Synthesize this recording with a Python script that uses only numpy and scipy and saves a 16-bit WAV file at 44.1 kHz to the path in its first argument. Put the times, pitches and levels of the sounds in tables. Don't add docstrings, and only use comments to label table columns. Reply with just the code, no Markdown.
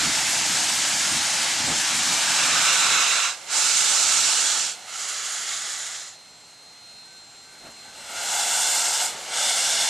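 import sys
import numpy as np
from scipy import signal
from scipy.fft import rfft, irfft
from scipy.io import wavfile
from scipy.ndimage import uniform_filter1d

SR = 44100
rng = np.random.default_rng(int(sys.argv[2]) if len(sys.argv) > 2 else 0)


def transcribe(u):
    v = np.clip(np.atleast_2d(u).T, -1, 1)
    q = np.round(v * 32767).astype(np.int16)
    wavfile.write(sys.argv[1], SR, q)


N = 436149

# open_s, shut_s, opening_s, hiss_db, roar_re_hiss_db, growth_db_per_s,
# sag_at_shut_db (negative: rise), water_sputter_db, ground_echo_0_1, flank_echo_0_1
BLASTS = [ (-0.5, 3.32, 0.02, -22.3, -4.5, -0.25, 5.9, 0.36, 0.11, 0.4),
          (3.521, 4.722, 0.018, -17.8, -7.0, 3, 10.0, 0.1, 0.06, 0.14),
          (4.922, 6.13, 0.0322, -27.5, -5.5, 3.3, 15, 0.65, 0.14, 0.27),
          (8.278, 9.094, 0.1, -20.6, -7, -0.3, 2.0, 0.53, 0.44, 0.06),
          (9.342, 10.4, 0.0259, -21.6, -5.8, 0.7, -2, 0.47, 0.45, 0.26), ]
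# freq_hz, relative_db_per_hz
COLOUR_1 = [(350, -11.5), (470, -17), (650, -5), (850, -2.5), (1150, -6.5), (1600, -1), (2000, -1),
            (3200, -2.5), (4300, -2), (6100, -1.5), (7000, -1), (8200, -3.5), (9500, -10), (12400, -21)]
COLOUR_2 = [(200, -19), (450, -18), (880, -8), (1020, -13), (1350, -6.5), (1850, -8.5), (2700, -6.5),
            (4600, -5), (5400, -5), (7300, -1.5), (8400, -5), (9400, -13.5), (10500, -17.5), (12400, -26.5)]
COLOUR_3 = [(200, -28), (450, -16), (750, -10.5), (1000, -12), (1200, -4.5), (1500, -6.5), (2200, -5),
            (2500, -7.5), (3400, -6.5), (5800, -6.5), (7100, -1), (8500, -10), (10500, -17.5), (12400, -27)]
COLOUR_4 = [(200, -21.5), (420, -9.5), (600, -5), (920, 0.5), (1040, -7.5), (1480, -3), (2200, -6.5),
            (3500, -3.5), (4300, -6), (6400, -4), (7300, -1), (8600, -4), (10500, -17), (12400, -16.5)]
COLOUR_5 = [(260, -16.5), (400, -14), (600, -1.5), (930, -1.5), (1040, -5.5), (1700, -4.5), (2450, -3),
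            (2900, -1.5), (3500, -1.5), (5000, -3), (7200, -2.5), (8400, -3), (10500, -14.5), (12400, -21)]
# time_s, left_re_right_db (scaled by PAN_SHARE)
PAN = [(0, -0.5), (2.0, 0), (2.7, -2.5), (3.6, -4), (4.8, -3), (6.0, -1.5), (7.3, -0.4), (9.89, -0.55)]
# freq_hz, share_of_pan_db
PAN_SHARE = [(500, 0), (1400, 0.2), (2400, 1.46), (3300, 0.96), (6200, 1.4), (8500, 1.13), (12000, 0.4)]
SHUT_S = 0.022
CLOUD_AT_S, CLOUD_SIGMA_S, CLOUD_DB_PER_OCTAVE = 1.6, 0.14, 1.3


def steam():
    t, hz = grid(size=1024)
    path = way_out(t, hz, low_cut_hz=183)
    power = leak(t, hz, path)
    colours = (COLOUR_1, COLOUR_2, COLOUR_3, COLOUR_4, COLOUR_5)
    for k, (blast, colour) in enumerate(zip(BLASTS, colours)):
        open_s, shut_s, opening_s = blast[:3]
        on = (t[:, 0] > open_s - 10 * opening_s) & (t[:, 0] < shut_s + 10 * SHUT_S)
        power[on] += jet(blast, colour, t[on], hz, path[on], swings=k == 0)
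    pan_db = follow(PAN, t)[0] * read(PAN_SHARE, hz)
    cloud = np.exp(-.5 * ((t - CLOUD_AT_S) / CLOUD_SIGMA_S) ** 2)
    cloud_db = CLOUD_DB_PER_OCTAVE * cloud * treble(hz, corner_hz=2970)
    turbulence = eddies(t, hz, patchy_db=1.09, spray_db=0.9)
    return noise(np.sqrt(power) * amp(-cloud_db) * turbulence, pan_db)


# freq_hz, relative_db_per_hz
COLOUR_1_NEAR = [(250, -19), (450, -7), (700, -3.5), (1000, -0.5), (1300, 1), (1900, 2), (2600, 2),
                 (3200, 0.5), (3800, 1.5), (4500, -2.5), (7200, 0), (8300, -3.5), (9500, -12.5),
                 (12400, -21)]
SWING_AT_S, SWING_S = 2.404, 0.2
SWING_HISS_DB, SWING_ROAR_DB = 4.5, 3
SAG_S = 0.25
DULLING = 0.4
ROAR_LEAD = 0.94


def jet(blast, colour, t, hz, path, swings, split_hz=3500):
    open_s, shut_s, opening_s, hiss_db, roar_db, growth_db, sag_db, sputter_db, ground, flank = blast
    colour_db = read(colour, hz)
    if swings:
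        near = ease((t - SWING_AT_S) / SWING_S)
        colour_db = (1 - near) * colour_db + near * read(COLOUR_1_NEAR, hz)
        hiss_db = hiss_db + SWING_HISS_DB * near
        roar_db = roar_db + SWING_ROAR_DB * near
        ground, flank = ground * near, flank * near
    sagged_db = sag_db * np.exp(np.minimum(t - shut_s, 0) / SAG_S)
    pressure_db = growth_db * (t - (open_s + shut_s) / 2) - sagged_db
    colour_db = colour_db - DULLING * sagged_db * treble(hz, corner_hz=7660)
    sputter = drift(len(t), t[1, 0] - t[0, 0], rate_hz=26)[:, None]
    level = amp(hiss_db + pressure_db + sputter_db * sputter) * ease((shut_s - t) / SHUT_S)
    opened = (t - open_s) / opening_s
    shape = amp(colour_db) * path * echoes(t, hz, ground, flank)
    high = 1 / np.sqrt(1 + (split_hz / (hz + 1)) ** 6)
    low = np.sqrt(1 - high ** 2)
    hiss = ease(opened) * unit(shape * high)
    roar = ease(opened + ROAR_LEAD) * amp(roar_db) * unit(shape * low)
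    return level ** 2 * (hiss ** 2 + roar ** 2)


# time_s, level_db
LEAK = [(3.42, -38.5), (4.82, -40.5), (6.25, -48.5), (7.3, -48.5), (7.85, -44.5), (9.2, -33)]
# freq_hz, relative_db_per_hz
LEAK_COLOUR = [(250, -8), (450, -1.5), (750, 4), (1100, -0.5), (1500, 0), (2500, 0.5), (3400, -1),
               (4300, -0.5), (5000, -2), (6800, -0.5), (8300, -2), (9200, -8.5), (11000, -12), (12400, -17)]
LEAK_GROUND = 0.16


def leak(t, hz, path):
    shape = unit(amp(read(LEAK_COLOUR, hz)) * path * echoes(t, hz, LEAK_GROUND, 0))
    return (amp(follow(LEAK, t)[0]) * shape) ** 2


# centre_hz, width_hz, gain_db
HOLLOWS = [(886, 54, 1.3), (1030, 65, -2), (1130, 91, 1), (1357, 100, 1.5), (1855, 230, -1.5),
           (2490, 230, -2.5), (4370, 340, -0.5), (7150, 250, 1.3)]


def way_out(t, hz, low_cut_hz):
    hollows_db = sum(db * np.exp(-(2 * (hz - centre) / width) ** 2) for centre, width, db in HOLLOWS)
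    radiation = hz ** 2 / (hz ** 2 + low_cut_hz ** 2)
    return amp(hollows_db) * radiation * scatter(t, hz, ripple_db=1.1)


def scatter(t, hz, ripple_db, count=24):
    ranges = rng.uniform([.003, -1, 0], [.009, 1, 1], (count, 3))
    delay_s, glide_hz, start_cycles = ranges.T[:, :, None]
    moving = np.exp(2j * np.pi * glide_hz * t[:, 0]).T
    ripple = moving @ np.exp(2j * np.pi * (delay_s * hz + start_cycles))
    return amp(ripple_db * evened(ripple.real))


# time_s, ground_ms, flank_ms
ECHO_DELAYS = [(2.3, 1.25, 0.76), (2.9, 1.5, 0.77), (3.8, 1.48, 0.785), (5.4, 1.52, 0.62),
               (5.9, 1.53, 0.556), (8.5, 1.477, 0.67), (9.89, 1.437, 0.56)]


def echoes(t, hz, ground, flank):
    ground_ms, flank_ms = follow(ECHO_DELAYS, t)
    off_ground = reflection(ground_ms, ground, hz, blur_hz=5100, again=0.52, phase=0.81)
    off_flank = reflection(flank_ms, flank, hz, blur_hz=4580, again=0.8)
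    return off_ground * off_flank


def reflection(delay_ms, strength, hz, blur_hz, again, phase=0):
    turn = np.exp(1j * (2 * np.pi * hz * delay_ms / 1000 - phase))
    echo = np.clip(strength, 0, .8) / (1 + (hz / blur_hz) ** 4) * turn
    bounced = echo / (1 - np.clip(again, 0, 1) * echo)
    return abs(1 + bounced) / np.sqrt(1 + abs(echo) ** 2)


def eddies(t, hz, patchy_db, spray_db):
    patches = rng.standard_normal((len(t), len(hz)))
    patches = uniform_filter1d(patches, size=14, axis=0)
    patches = evened(uniform_filter1d(patches, size=6, axis=1))
    spray = drift(len(t), t[1, 0], rate_hz=28)[:, None] * np.clip((hz - 5500) / 5000, 0, 2)
    return amp(patchy_db * patches + spray_db * spray)


# freq_hz, relative_db_per_hz
BUFFET_COLOUR = [(20, -18), (40, -16), (70, -8), (100, -3.5), (150, -0.5), (168, 4), (188, 0.5), (310, 2),
                 (390, -13.5), (500, -22), (900, -41)]
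# time_s, level_db, sigma_s
GUSTS = [(0.02, -41.5, 0.035), (0.09, -36.5, 0.014), (1.14, -37, 0.019), (1.64, -43, 0.04),
         (1.7, -38, 0.022), (1.97, -45, 0.03)]
BUFFET_START_DB, BUFFET_FALL_DB_PER_S = -43, 0.9
BUFFET_END_S, BUFFET_CLEAR_S = 2.96, 0.15
FLUTTER_DB, FLUTTER_HZ = 2, 9.4


def buffeting():
    t, hz = grid(size=2048)
    flutter_db = FLUTTER_DB * drift(len(t), t[1, 0], FLUTTER_HZ)[:, None]
    clearing = np.exp(-np.maximum(t - BUFFET_END_S, 0) / BUFFET_CLEAR_S)
    cloud = amp(BUFFET_START_DB - BUFFET_FALL_DB_PER_S * t + flutter_db) * clearing
    push = cloud + swells(GUSTS, t)
    return noise(push * unit(amp(read(BUFFET_COLOUR, hz))))


# time_s, level_db, sigma_s
PUFFS = [(1.712, -29.5, 0.025), (7.668, -43.5, 0.032), (9.15, -43, 0.015)]
# freq_hz, relative_db_per_hz
PUFF_COLOUR = [(40, -18), (130, 1), (280, 3), (450, -1), (720, 5), (1000, -3), (1500, -1), (3000, -12),
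               (8000, -23)]


def puffs():
    t, hz = grid(size=512)
    return noise(swells(PUFFS, t) * unit(amp(read(PUFF_COLOUR, hz))))


# time_s, level_db
WHINE = [(3.4, -55), (5.9, -51.5), (6.4, -54.5), (7.08, -48.5), (7.35, -53), (7.75, -50), (8.4, -51),
         (9.2, -54), (9.89, -51)]
# pitch_hz, relative_db, waver_hz
WHINE_LINES = [(4163, 1, 2.5), (3758, -11.5, 3), (4511, -18, 8.6), (5760, -22.5, 12), (8323, -20, 9),
               (2550, -19, 5.4)]
FADE_DB, FADE_HZ = 0.8, 7


def turbine(t):
    shimmer_db = 1.2 * waver(rate_hz=16)
    fade_db = FADE_DB * waver(FADE_HZ)
    partials = sum(amp(db) * tone(hz, width) for hz, db, width in WHINE_LINES)
    whine = amp(follow(WHINE, t)[0] + fade_db + shimmer_db) * partials
    return whine * amp([[-.3], [.3]])


# time_s, level_db, sigma_s
WHISTLES = [(6.4, -59, 0.11), (7.32, -55, 0.14), (7.78, -57, 0.09)]


def whistle(t):
    pair = tone(hz=7520, width_hz=22) + .6 * tone(hz=7370, width_hz=35)
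    return swells(WHISTLES, t) * evened(pair)


# time_s, level_db, sigma_s
SQUEALS = [(7.13, -57.5, 0.054), (7.52, -58, 0.05), (7.89, -54, 0.04)]


def squeal(t):
    return swells(SQUEALS, t) * tone(hz=1540, width_hz=3.4)


# pitch_hz, level_db, waver_hz
HUM = [(117, -76, 6.75), (166, -73, 9.25), (974, -73, 2.3)]


def hum():
    return sum(amp(db) * tone(hz, width) for hz, db, width in HUM)


# time_s, level_db
RUMBLE = [(3.4, -67), (4.2, -56), (4.7, -65.5), (7.4, -61.5), (8.2, -55.5), (9.89, -59)]
# freq_hz, relative_db_per_hz
RUMBLE_COLOUR = [(20, -17), (40, -14), (70, -5), (110, -4), (140, -4), (170, -11), (200, -0.5), (330, -5),
                 (500, -4), (900, -53)]


def rumble():
    t, hz = grid(size=2048)
    return noise(amp(follow(RUMBLE, t)[0]) * unit(amp(read(RUMBLE_COLOUR, hz))))


# freq_hz, likeness_0_1
SAME = [(40, 0.93), (300, 0.96), (600, 0.98), (1300, 0.98), (2450, 0.97), (3500, 0.95), (6000, 0.97),
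        (9000, 0.99), (12000, .995)]
# freq_hz, likeness_0_1
SAME_WIDE = [(40, 0.96), (400, 0.61), (1350, 0.92), (2400, 0.82), (4000, 0.89), (6200, 0.52), (7600, 0.7),
             (9500, 0.56), (12000, 0.65)]
# time_s, spread_0_1
SPREAD = [(2.1, 0.2), (2.7, 1), (4.4, 0.75), (4.85, 0.11), (9.89, 0)]


def noise(shape, pan_db=0):
    size = 2 * (shape.shape[1] - 1)
    t, hz = grid(size)
    a, b, c, d = rng.standard_normal((4,) + shape.shape)
    spread = follow(SPREAD, t)[0]
    same = np.clip((1 - spread) * read(SAME, hz) + spread * read(SAME_WIDE, hz), 0, 1)
    mid = np.sqrt((1 + same) / 2) * (a + 1j * b)
    side = np.sqrt((1 - same) / 2) * (c + 1j * d)
    left, right = (mid + side) * amp(pan_db / 2), (mid - side) * amp(-pan_db / 2)
    spectra = np.array([left, right]) * shape
    return signal.istft(spectra.transpose(0, 2, 1), nperseg=size, noverlap=size * 3 // 4)[1][:, :N]


def tone(hz, width_hz):
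    pitch_hz = hz + width_hz * waver(rate_hz=45)
    return np.sqrt(2) * np.sin(2 * np.pi * np.cumsum(pitch_hz) / SR)


def waver(rate_hz):
    step = 64
    coarse = drift(N // step + 2, step / SR, rate_hz)
    return np.interp(np.arange(N) / step, np.arange(len(coarse)), coarse)


def drift(count, step_s, rate_hz):
    f = np.fft.rfftfreq(count, step_s)
    return evened(irfft(rfft(rng.standard_normal(count)) * np.exp(-(f / rate_hz) ** 2), count))


def swells(rows, t):
    return sum(amp(db) * np.exp(-.5 * ((t - s) / sigma_s) ** 2) for s, db, sigma_s in rows)


def ease(u):
    return .5 + .5 * np.tanh(u / 2)


def treble(hz, corner_hz):
    return np.log2(np.maximum(hz / corner_hz, 1))


def amp(db):
    return 10 ** (np.asarray(db) / 20)


def evened(x):
    return x / np.sqrt(np.mean(x ** 2) + 1e-20)


def unit(shape):
    return shape / np.sqrt(np.sum(shape ** 2, axis=-1, keepdims=True) + 1e-20)


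def read(points, hz):
    f, value = np.transpose(points)
    return np.interp(np.log(hz + 1), np.log(f + 1), value)


def follow(rows, t):
    s, *columns = np.transpose(rows)
    return [np.interp(t, s, c) for c in columns]


def grid(size):
    frame_s = np.arange(N * 4 // size + 5)[:, None] * size / 4 / SR
    return frame_s, np.fft.rfftfreq(size, 1 / SR)


def scene():
    t = np.arange(N) / SR
    tones = turbine(t) + whistle(t) + squeal(t) + hum()
    return steam() + buffeting() + puffs() + tones + rumble()


EDGE_HZ = 12560


def record(dry):
    low_pass = signal.firwin(511, EDGE_HZ, window=("kaiser", 9), fs=SR)
    return signal.oaconvolve(dry, low_pass[None], "same")


dry = scene()
out = record(dry)
transcribe(out)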